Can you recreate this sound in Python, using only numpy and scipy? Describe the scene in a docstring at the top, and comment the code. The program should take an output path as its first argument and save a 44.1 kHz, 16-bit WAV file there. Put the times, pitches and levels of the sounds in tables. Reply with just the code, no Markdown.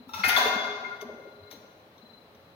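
"""A gym: the handles of a cable machine are let go. A buckle rattles, a handle clangs on the steel frame, the weight
stack lands, then a swinging handle taps a side panel and a guide rod ever more faintly. Blows ring decaying modes.
Throughout, a long bare hall answers (filtered noise tails) over ventilation (shaped noise, wavering tones) and a
faint high trill (pulsed sine), probably a cricket. A phone a few metres away listens with two ports."""
import sys
import numpy as np
from scipy import signal
from scipy.fft import rfft, irfft
from scipy.io import wavfile
from scipy.ndimage import uniform_filter1d

SR = 44100
rng = np.random.default_rng(int(sys.argv[2]) if len(sys.argv) > 2 else 0)


def voltage_ratio(level):
    """Linear amplitude factor for a level in decibels (scalar or array-like)."""
    return 10 ** (np.asarray(level, float) / 20)


def persist_wave(psi):
    """Save psi, clipped to +-1, as 16-bit WAV."""
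    counts = np.round(np.clip(psi, -1, 1) * 32767).astype(np.int16)
    wavfile.write(sys.argv[1], SR, np.atleast_2d(counts).T)


N = 112454


def table(rows, hz):
    """Read (hz, value) rows on a log-frequency axis."""
    rows = np.array(rows, float)
    return np.interp(np.log(hz + 1), np.log(rows[:, 0]), rows[:, 1])


def walk(rate_hz):
    """Slow random wander, spread 1, about rate_hz new values a second."""
    k = int(SR / rate_hz)
    steps = np.repeat(rng.standard_normal(N // k + 1), k)
    w = uniform_filter1d(uniform_filter1d(steps, k), k)[:N]
    return (w - w.mean()) / w.std()


MODE_SCATTER_DB, BUILD_CYCLES = 1, 1.86  # build-up is counted in cycles, so low modes come late
CRASH_T60_S, CRASH_RISE_S, CRASH_LOW_CUT_HZ = 0.056, 0.0044, 507


def struck(blows, modes):
    """Each blow is a chatter of contacts that rings the modes, a little differently each time, and a noise crash."""
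    out = np.zeros(2 * N)
    hz, mode_db, t60_s = np.array(modes, float).T[:, :, None]
    t = np.arange(N // 4) / SR
    build = (1 - np.exp(-t * hz / BUILD_CYCLES)) ** 2
    ring = voltage_ratio(mode_db - 60 * t / t60_s) * build * np.sin(2 * np.pi * hz * t)
    high_pass = signal.butter(2, CRASH_LOW_CUT_HZ, "high", fs=SR)
    for start_s, level_db, crash_db, contact_ms, chatter_ms in blows:
        u = t[:N // 40] * 1000 / chatter_ms
        chatter = np.sqrt(u) * np.exp(-2 * u) * rng.standard_normal(len(u)) ** 3
        chatter = chatter / np.sqrt(np.sum(chatter ** 2))
        # divide by the chatter's spectrum at each mode, so each gets about its tabled share
        drive = np.abs(np.exp(-2j * np.pi * hz * t[:len(u)]) @ chatter)
        weight = voltage_ratio(MODE_SCATTER_DB * rng.standard_normal(len(modes))) / np.maximum(drive, .3)
        crash = voltage_ratio(crash_db - 60 * t / CRASH_T60_S) * (1 - np.exp(-t / CRASH_RISE_S))
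        crash = signal.lfilter(*high_pass, crash * rng.standard_normal(len(t)))
        sound = signal.fftconvolve(weight @ ring + crash, chatter)[:len(t)]
        # a longer contact dulls the blow
        keep = np.exp(-1000 / (max(contact_ms, .005) * SR))
        sound = signal.lfilter([1 - keep], [1, -keep], sound)
        first = int(start_s * SR)
        out[first:first + len(t)] += voltage_ratio(level_db) * sound
    return out[:N]


# handle on the frame: start_s, level_db, crash_db, contact_ms, chatter_ms
HANDLE_BLOWS = [(.2345, -7.5, -36, 0.11, 2.8), (.2400, -4, 2.5, 0.18, 1.4), (.255, -18, -23, .05, 10.6),
                (.286, -18, 18, 0.076, 7.5), (.325, -14.5, -30, 0.19, 4.2), (.838, -23, -35, 0.38, 12)]
# its modes: pitch_hz, level_db, t60_s
HANDLE_MODES = [(1428, -4, 0.071), (1540, -11, 0.08), (1830, -22, 0.24), (1843, -16.5, 0.16),
                (2099, -2, 0.11), (2525, -10, 0.078), (2603, -12, 0.073), (3190, -15.5, 0.067),
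                (4157, -6.5, 0.029), (4400, -14, 0.07)]


def handle_clang():
    """Handle striking the steel frame: bright modes of the steel."""
    return struck(HANDLE_BLOWS, HANDLE_MODES)


# frame tube tones, some in close pairs: pitch_hz, level_db, tone_group
FRAME_TONES = [(1415, 8, 0), (1440, -8, 0), (2118, 7, 1), (2092, -9, 1), (3435, 5, 2)]
# level of each tone group as it dies away unevenly: time_s, group_0_db, group_1_db, group_2_db
FRAME_LEVELS = [(0.24, -25.5, -25, -32), (0.252, -30, -30, -45), (0.278, -40, -49, -52),
                (0.33, -35, -58, -61), (0.344, -31.5, -39, -57), (0.352, -32.5, -27.5, -57),
                (0.366, -30, -35, -22.5), (0.392, -47, -41, -33), (0.412, -37, -38, -37),
                (0.434, -46, -33, -46), (0.508, -41.5, -37, -61), (0.596, -43.5, -37, -35.5),
                (0.626, -53, -59, -35), (0.652, -34.5, -37.5, -40), (0.726, -45, -42, -45.5),
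                (0.756, -39, -47, -49.5), (0.778, -44.5, -45, -65.5), (0.826, -52, -70, -62),
                (0.852, -42, -39, -60), (0.89, -43.5, -45.5, -54), (0.916, -38, -57, -74),
                (0.952, -45, -44.5, -72), (0.978, -72, -64, -67), (1.022, -73, -52, -62),
                (1.056, -65.5, -65.5, -73), (1.29, -59.5, -65, -74), (1.316, -64, -76, -68),
                (1.49, -68, -67, -86), (1.516, -70, -68, -69), (1.582, -71, -77, -76),
                (1.664, -67, -72.5, -85), (1.8, -80, -81, -90)]
# one per tone group: gain_db
FRAME_GAIN_DB = [-0.7, -0.3, -2.5]


def frame_ring():
    """The frame tube rings on after the clang; its tones waver, dip and swell again as they die away."""
    t, curve = np.arange(N) / SR, np.array(FRAME_LEVELS)
    levels_db = [np.interp(t, curve[:, 0], curve[:, k + 1], left=-120, right=-120) + gain_db
                 for k, gain_db in enumerate(FRAME_GAIN_DB)]
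    out = np.zeros(N)
    for pitch_hz, level_db, group in FRAME_TONES:
        level = voltage_ratio(level_db + levels_db[group] + 2.47 * walk(30.6))
        out += level * np.sin(2 * np.pi * pitch_hz * t + 1.07 * walk(25.07))
    return out


# weight stack on its stops: start_s, level_db, crash_db, contact_ms, chatter_ms
STACK_BLOWS = [(.3630, -7.5, -3, 0.045, 0.92), (.370, -13.5, 16.5, 0.15, 5.5), (.381, -21, -3, .1, 4.5),
               (.40, -20, -1, 0.2, 5), (.445, -17, -8, 0.21, 6.7), (.48, -25, -7, 0.11, 3.2),
               (.53, -28.5, -4, 0.043, 5.4), (.575, -24, -5, 0.14, 4), (.645, -24, -4, 0.08, 2.5),
               (.715, -52, -8, 0.18, 7), (.77, -48, -3.5, 0.14, 5.9), (.845, -45, -15, 0.13, 4.1)]
# its modes: pitch_hz, level_db, t60_s
STACK_MODES = [(240, -16, 0.17), (421, -15, 0.14), (564, -16.5, 0.12), (614.7, -15.5, 0.12),
               (654.1, -15.5, 0.16), (794, -9.5, 0.036), (908, -14, 0.042), (1015, -10, 0.1),
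               (1167, -8.5, 0.089), (1219, -21, 0.1), (1500.6, -5.5, 0.04), (3451, -6.5, 0.068),
               (3520, -11.5, 0.1), (3705, -10, 0.046), (3884, -13.5, 0.086), (4616, -11.5, 0.03)]


def stack_landing():
    """Weight stack landing on its stops: one hard blow, then weaker ones, on low and high modes."""
    return struck(STACK_BLOWS, STACK_MODES)


# steel clips and buckles on the cables: start_s, level_db, crash_db, contact_ms, chatter_ms
CLIP_BLOWS = [(.09, -30.5, -24, 0.2, 3.5), (.1345, -27, 5.5, 0.054, 1.6), (.1401, -29, 7.5, 0.048, 4),
              (.165, -34, 13.5, 0.054, 30), (.19, -34, -14, 0.035, 15), (.20, -29, -4, 0.057, 5.4)]
# their modes: pitch_hz, level_db, t60_s
CLIP_MODES = [(914, 8, 0.019), (1334, -0.5, 0.058), (2608, -6, 0.055), (3660, 0, 0.035), (5575, -2, 0.057)]


def clip_rattle():
    """Clips and buckles rattling on the cables: short-lived modes."""
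    return struck(CLIP_BLOWS, CLIP_MODES)


# snap hook: start_s, level_db, crash_db, contact_ms, chatter_ms
HOOK_BLOWS = [(.075, -49.5, 10, 0.0049, 49), (.232, -26, 15, 0.022, 90), (.280, -19, 2, 0.012, 7.6),
              (.2875, -15, -11.5, 0.0049, 2), (.36, -36.5, 11.5, 0.012, 6.6), (.44, -34, 10.5, 0.011, 56)]
# its modes: pitch_hz, level_db, t60_s
HOOK_MODES = [(6580, -14.5, .03), (10820, 3, 0.016), (14100, -2, 0.015)]


def hook_jingle():
    """Snap hook jingling: a small part, so only very high modes."""
    return struck(HOOK_BLOWS, HOOK_MODES)


# swinging handle on the side panel: start_s, level_db, crash_db, contact_ms, chatter_ms
TAP_BLOWS = [(1.003, -42, 5, 0.017, 15), (1.0115, -20, -8, 0.029, 0.98)]
# its modes: pitch_hz, level_db, t60_s
TAP_MODES = [(1150, -23, 0.078), (3430, -6, 0.028), (5940, -9.5, 0.022), (6210, -17, 0.013)]


def panel_taps():
    """Swinging handle tapping the side panel: brief contacts, mostly high modes."""
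    return struck(TAP_BLOWS, TAP_MODES)


# same handle on a guide rod: start_s, level_db, crash_db, contact_ms, chatter_ms
ROD_BLOWS = [(1.503, -44.5, 4, 0.011, 8), (1.510, -30.5, -1, 0.015, 1.45), (1.519, -42, 6, 0.01, 14),
             (1.545, -47, 6, 0.022, 16), (1.979, -35.5, -21, 0.08, .7), (2.3475, -43, -10, .04, 1.7)]
# its modes: pitch_hz, level_db, t60_s
ROD_MODES = [(1100, -15, .07), (3270, -16, .08), (3686, -7.5, .04), (4300, -18, 0.055), (4780, -22, .04),
             (5540, -12, 0.035), (6110, -9.5, 0.031), (13900, -16, 0.099)]


def rod_taps():
    """The same handle then tapping a guide rod: high, thin modes."""
    return struck(ROD_BLOWS, ROD_MODES)


# steps on the rubber floor or a panel knocked: start_s, level_db, crash_db, contact_ms, chatter_ms
THUD_BLOWS = [(1.018, -33.5, -6, 0.23, 16), (1.088, -33.5, -12, 0.098, 1.5), (1.135, -42, -11, 0.19, 1.8),
              (1.188, -48, -7, 0.26, 2.9), (1.52, -39.5, -18, 0.4, 4.7), (1.605, -47, -13, 0.15, 2.6),
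              (1.637, -46, -10, 0.13, 2.1)]
# their modes: pitch_hz, level_db, t60_s
THUD_MODES = [(229, 13.5, 0.05), (333, 3, 0.075), (436, 10, 0.064), (540, 7.5, 0.069), (608, 14.5, 0.045),
              (840, -5.5, 0.063), (1050, -4, 0.06)]


def thuds():
    """Dull thuds, steps on the rubber floor or a panel knocked: low, quickly damped modes."""
    return struck(THUD_BLOWS, THUD_MODES)


# frame on the floor: start_s, level_db, crash_db, contact_ms, chatter_ms
BOOM_BLOWS = [(.03, -46, -45, 3, 6.2), (.135, -25, -31, 4, 5), (.24, -23, -32, 1.9, 2.15),
              (.325, -22, -24, 3, 4.9), (.44, -28.5, -26.5, 2.2, 5.8)]
# its modes: pitch_hz, level_db, t60_s
BOOM_MODES = [(70, -10, .15), (96.5, 18.5, 0.12), (132.2, 15, 0.079)]


def floor_boom():
    """The frame booming on the floor: long soft contacts ring bass modes."""
    return struck(BOOM_BLOWS, BOOM_MODES)


# soft hollow bumps: start_s, level_db, pitch_hz, time_to_peak_ms
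BUMPS = [(0, -29.5, 240, 7.9), (0.071, -27, 248, 6.2), (0.189, -27, 195, 11.6), (0.274, -20, 247, 3.9),
         (0.456, -15, 438, 6.4), (0.559, -16.5, 230, 4.5), (0.609, -30.5, 415.8, 37), (0.868, -31, 405, 10),
         (1.021, -26.5, 412.6, 7.2), (1.045, -26, 237, 17.3), (1.103, -35, 421, 11),
         (1.13, -40, 226.5, 6.7), (1.19, -33, 540, 6.4), (1.25, -33.5, 540, 7.9), (1.271, -31.5, 416, 4.4),
         (1.38, -38, 413, 15), (1.527, -37.5, 450, 5.7), (1.538, -36, 284, 5), (1.568, -35, 220, 7.4),
         (2.028, -33, 229, 9.3), (2.167, -43, 260, 5.1), (2.467, -37, 155, 6.4)]


def bumps():
    """Each bump, perhaps a panel or the floor flexing, is one low tone that swells quickly and dies away."""
    out, t = np.zeros(2 * N), np.arange(N // 10) / SR
    for start_s, level_db, pitch_hz, peak_ms in BUMPS:
        u = t * 1000 / peak_ms
        first = int(start_s * SR)
        out[first:first + len(t)] += voltage_ratio(level_db) * u * np.exp(1 - u) * np.sin(2 * np.pi * pitch_hz * t)
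    return out[:N]


# reverberation time: freq_hz, t60_s
HALL_T60 = [(60, 0.67), (250, 1.54), (1000, 1.474), (3000, 1.103), (6000, 1.12), (9000, 0.5), (14000, 0.52)]
HALL_DB, HALL_GAP_S, HALL_RISE_S = 2, 0.00058, 0.0031


def hall(x):
    """Two unrelated diffuse tails of noise; each frequency dies at its own rate."""
    hz, t, z = signal.stft(rng.standard_normal((2, N)), SR, nperseg=256)
    decay = voltage_ratio(-60 * t / table(HALL_T60, hz)[:, None])
    tail = signal.istft(z * decay, SR, nperseg=256)[1][:, :N]
    tail = tail * np.clip((np.arange(N) / SR - HALL_GAP_S) / HALL_RISE_S, 0, 1)
    tail = tail * voltage_ratio(HALL_DB) / np.sqrt(np.sum(tail ** 2) / 2)
    return signal.fftconvolve(x[None], tail, axes=1)[:, :N]


# trill: time_s, relative_level_db, pulse_depth (0-1)
TRILL = [(0, -60, 0.62), (0.079, -68, 0.61), (.45, -50, .5), (0.849, -66, 0.45), (1.15, -73, 0.66),
         (1.299, -66, .7), (1.5, -57.5, 0.64), (1.54, -53, 0.27), (1.599, -67, 0.34), (1.72, -69, 0.33),
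         (1.84, -70, .1), (1.87, -80, 0.44), (1.96, -73, .4), (2.0, -62.5, 1), (2.16, -56, 0.59),
         (2.21, -63, 1), (2.25, -66, 0.43), (2.33, -73, 0.51), (2.42, -72, 0.17), (2.46, -66, .1),
         (2.55, -70, .1)]
TRILL_HZ, TRILL_RATE_HZ, TRILL_PEAK_S = 4044, 25.6, 1.987  # pitch, pulse rate, time of one pulse peak
TRILL_GAIN_DB, TRILL_LEFT_OVER_RIGHT_DB = -5, 19.5


def trill():
    """A thin high tone, pulsed to a varying depth, that swells and fades; much louder at the left port."""
    t = np.arange(N) / SR
    time_s, level_db, depth = np.array(TRILL).T
    pulse = 1 + np.interp(t, time_s, depth) * np.cos(2 * np.pi * TRILL_RATE_HZ * (t - TRILL_PEAK_S))
    level = voltage_ratio(np.interp(t, time_s, level_db) + TRILL_GAIN_DB)
    tone = pulse * level * np.sin(2 * np.pi * TRILL_HZ * t + .5 * walk(14.1))
    return tone * voltage_ratio(np.array([[TRILL_LEFT_OVER_RIGHT_DB], [-TRILL_LEFT_OVER_RIGHT_DB]]) / 2)


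# rush spectrum: freq_hz, relative_db_per_hz
AIR = [(15, -45.5), (25, -24), (110, -1.5), (326, -3.5), (427, -3), (488, -1.5), (590, -1.5), (3320, -16.5),
       (4130, -15.5), (4600, -21), (7480, -35), (13900, -29.5), (15900, -27)]
AIR_DB = -56  # rms of the rush
# motor tones: pitch_hz, level_db
AIR_TONES = [(95, -72), (226, -94.5), (425, -67.5), (544, -71)]


def air():
    """Ventilation: broad steady rush of shaped noise and a few wavering motor tones."""
    hz, t = np.fft.rfftfreq(N, 1 / SR), np.arange(N) / SR
    rush = irfft(rfft(rng.standard_normal((2, N))) * voltage_ratio(table(AIR, hz)), N)
    out = rush * voltage_ratio(AIR_DB) / rush.std()
    for pitch_hz, level_db in AIR_TONES:
        level = voltage_ratio(level_db + 4.5 * walk(26.27))
        out = out + level * np.sin(2 * np.pi * pitch_hz * t + 2.6 * walk(7.2))
    return out


# microphone colour: freq_hz, gain_db
MIC = [(30, -16), (100, -18.5), (1000, -1.5), (4000, -1.5), (6500, -2), (7700, -19.5), (9000, -6),
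       (11000, -9), (14000, -3.5), (16000, -2.5)]
LOW_CUT_HZ = 43.6


def microphone(x):
    """Minimum-phase colour of the phone and its low cut."""
    edges_hz = np.linspace(0, SR / 2, 513)
    # dB doubled: minimum_phase takes the square root of the response
    linear = signal.firwin2(1023, edges_hz, voltage_ratio(2 * table(MIC, edges_hz)), fs=SR)
    coloured = signal.fftconvolve(x, signal.minimum_phase(linear))[:N]
    return signal.sosfilt(signal.butter(3, LOW_CUT_HZ, "high", fs=SR, output="sos"), coloured)


# likeness of the ports for diffuse sound: freq_hz, likeness (-1 to 1)
LIKENESS = [(60, 1), (130, 0.81), (290, 1), (640, 0.78), (1410, -0.2), (3100, -0.16), (6820, 0.0025),
            (15000, -0.02)]
# tilt between the ports: freq_hz, left_over_right_db
LEFT_DB = [(60, -1), (110, 1.5), (200, -2), (380, -1), (700, 2), (1290, 4.5), (2380, 3), (4400, 1),
           (8120, 2.0), (15000, 10)]
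# phase lead of left for direct sound: freq_hz, lead_rad
LEAD = [(300, 0.084), (690, 0.16), (1460, 1.84), (2120, 6), (3400, 4.63), (15000, 20.6)]


def ports(direct, diffuse):
    """Direct sound is weaker and later in phase at the right port; diffuse sound is most alike in the bass."""
    hz = np.fft.rfftfreq(N, 1 / SR)
    d, (a, b) = rfft(direct), rfft(diffuse)
    like = np.clip(table(LIKENESS, hz), -1, 1)
    half_db = table(LEFT_DB, hz) / 2
    direct_right = d * voltage_ratio(-2.45 * (2.5 - abs(like))) * np.exp(-1j * table(LEAD, hz))
    diffuse_right = like * a + np.sqrt(1 - like ** 2) * b
    left = (d + a) * voltage_ratio(half_db)
    right = (direct_right + diffuse_right) * voltage_ratio(-half_db)
    return irfft(np.array([left, right]), N)


# share sent to the hall, in the order of the first nine things in scene(): send_db
HALL_SEND_DB = [-2, -0.5, -0.5, -7, -13.5, -9.5, -6, -7, -12]
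FRAME_SEND_DB = -18


def scene():
    """The machine, direct and through the hall, over the steady background."""
    things = np.array([
        handle_clang(), stack_landing(), clip_rattle(), hook_jingle(), panel_taps(),
        rod_taps(), thuds(), floor_boom(), bumps(), frame_ring()])
    sends = voltage_ratio(np.append(HALL_SEND_DB, FRAME_SEND_DB))
    direct = microphone(things.sum(axis=0))
    sent = microphone(sends @ things)
    return ports(direct, hall(sent) + air()) + trill()


def roll_off(x):
    """The treble ends steeply here."""
    return signal.sosfilt(signal.butter(12, 16080, fs=SR, output="sos"), x)


def record(dry):
    """The phone cuts the top above 15.8 kHz."""
    top_cut = signal.ellip(8, .2, 70, 15800, fs=SR, output="sos")
    mix = signal.sosfilt(top_cut, dry)
    return roll_off(mix)


dry = scene()
out = record(dry)
persist_wave(out)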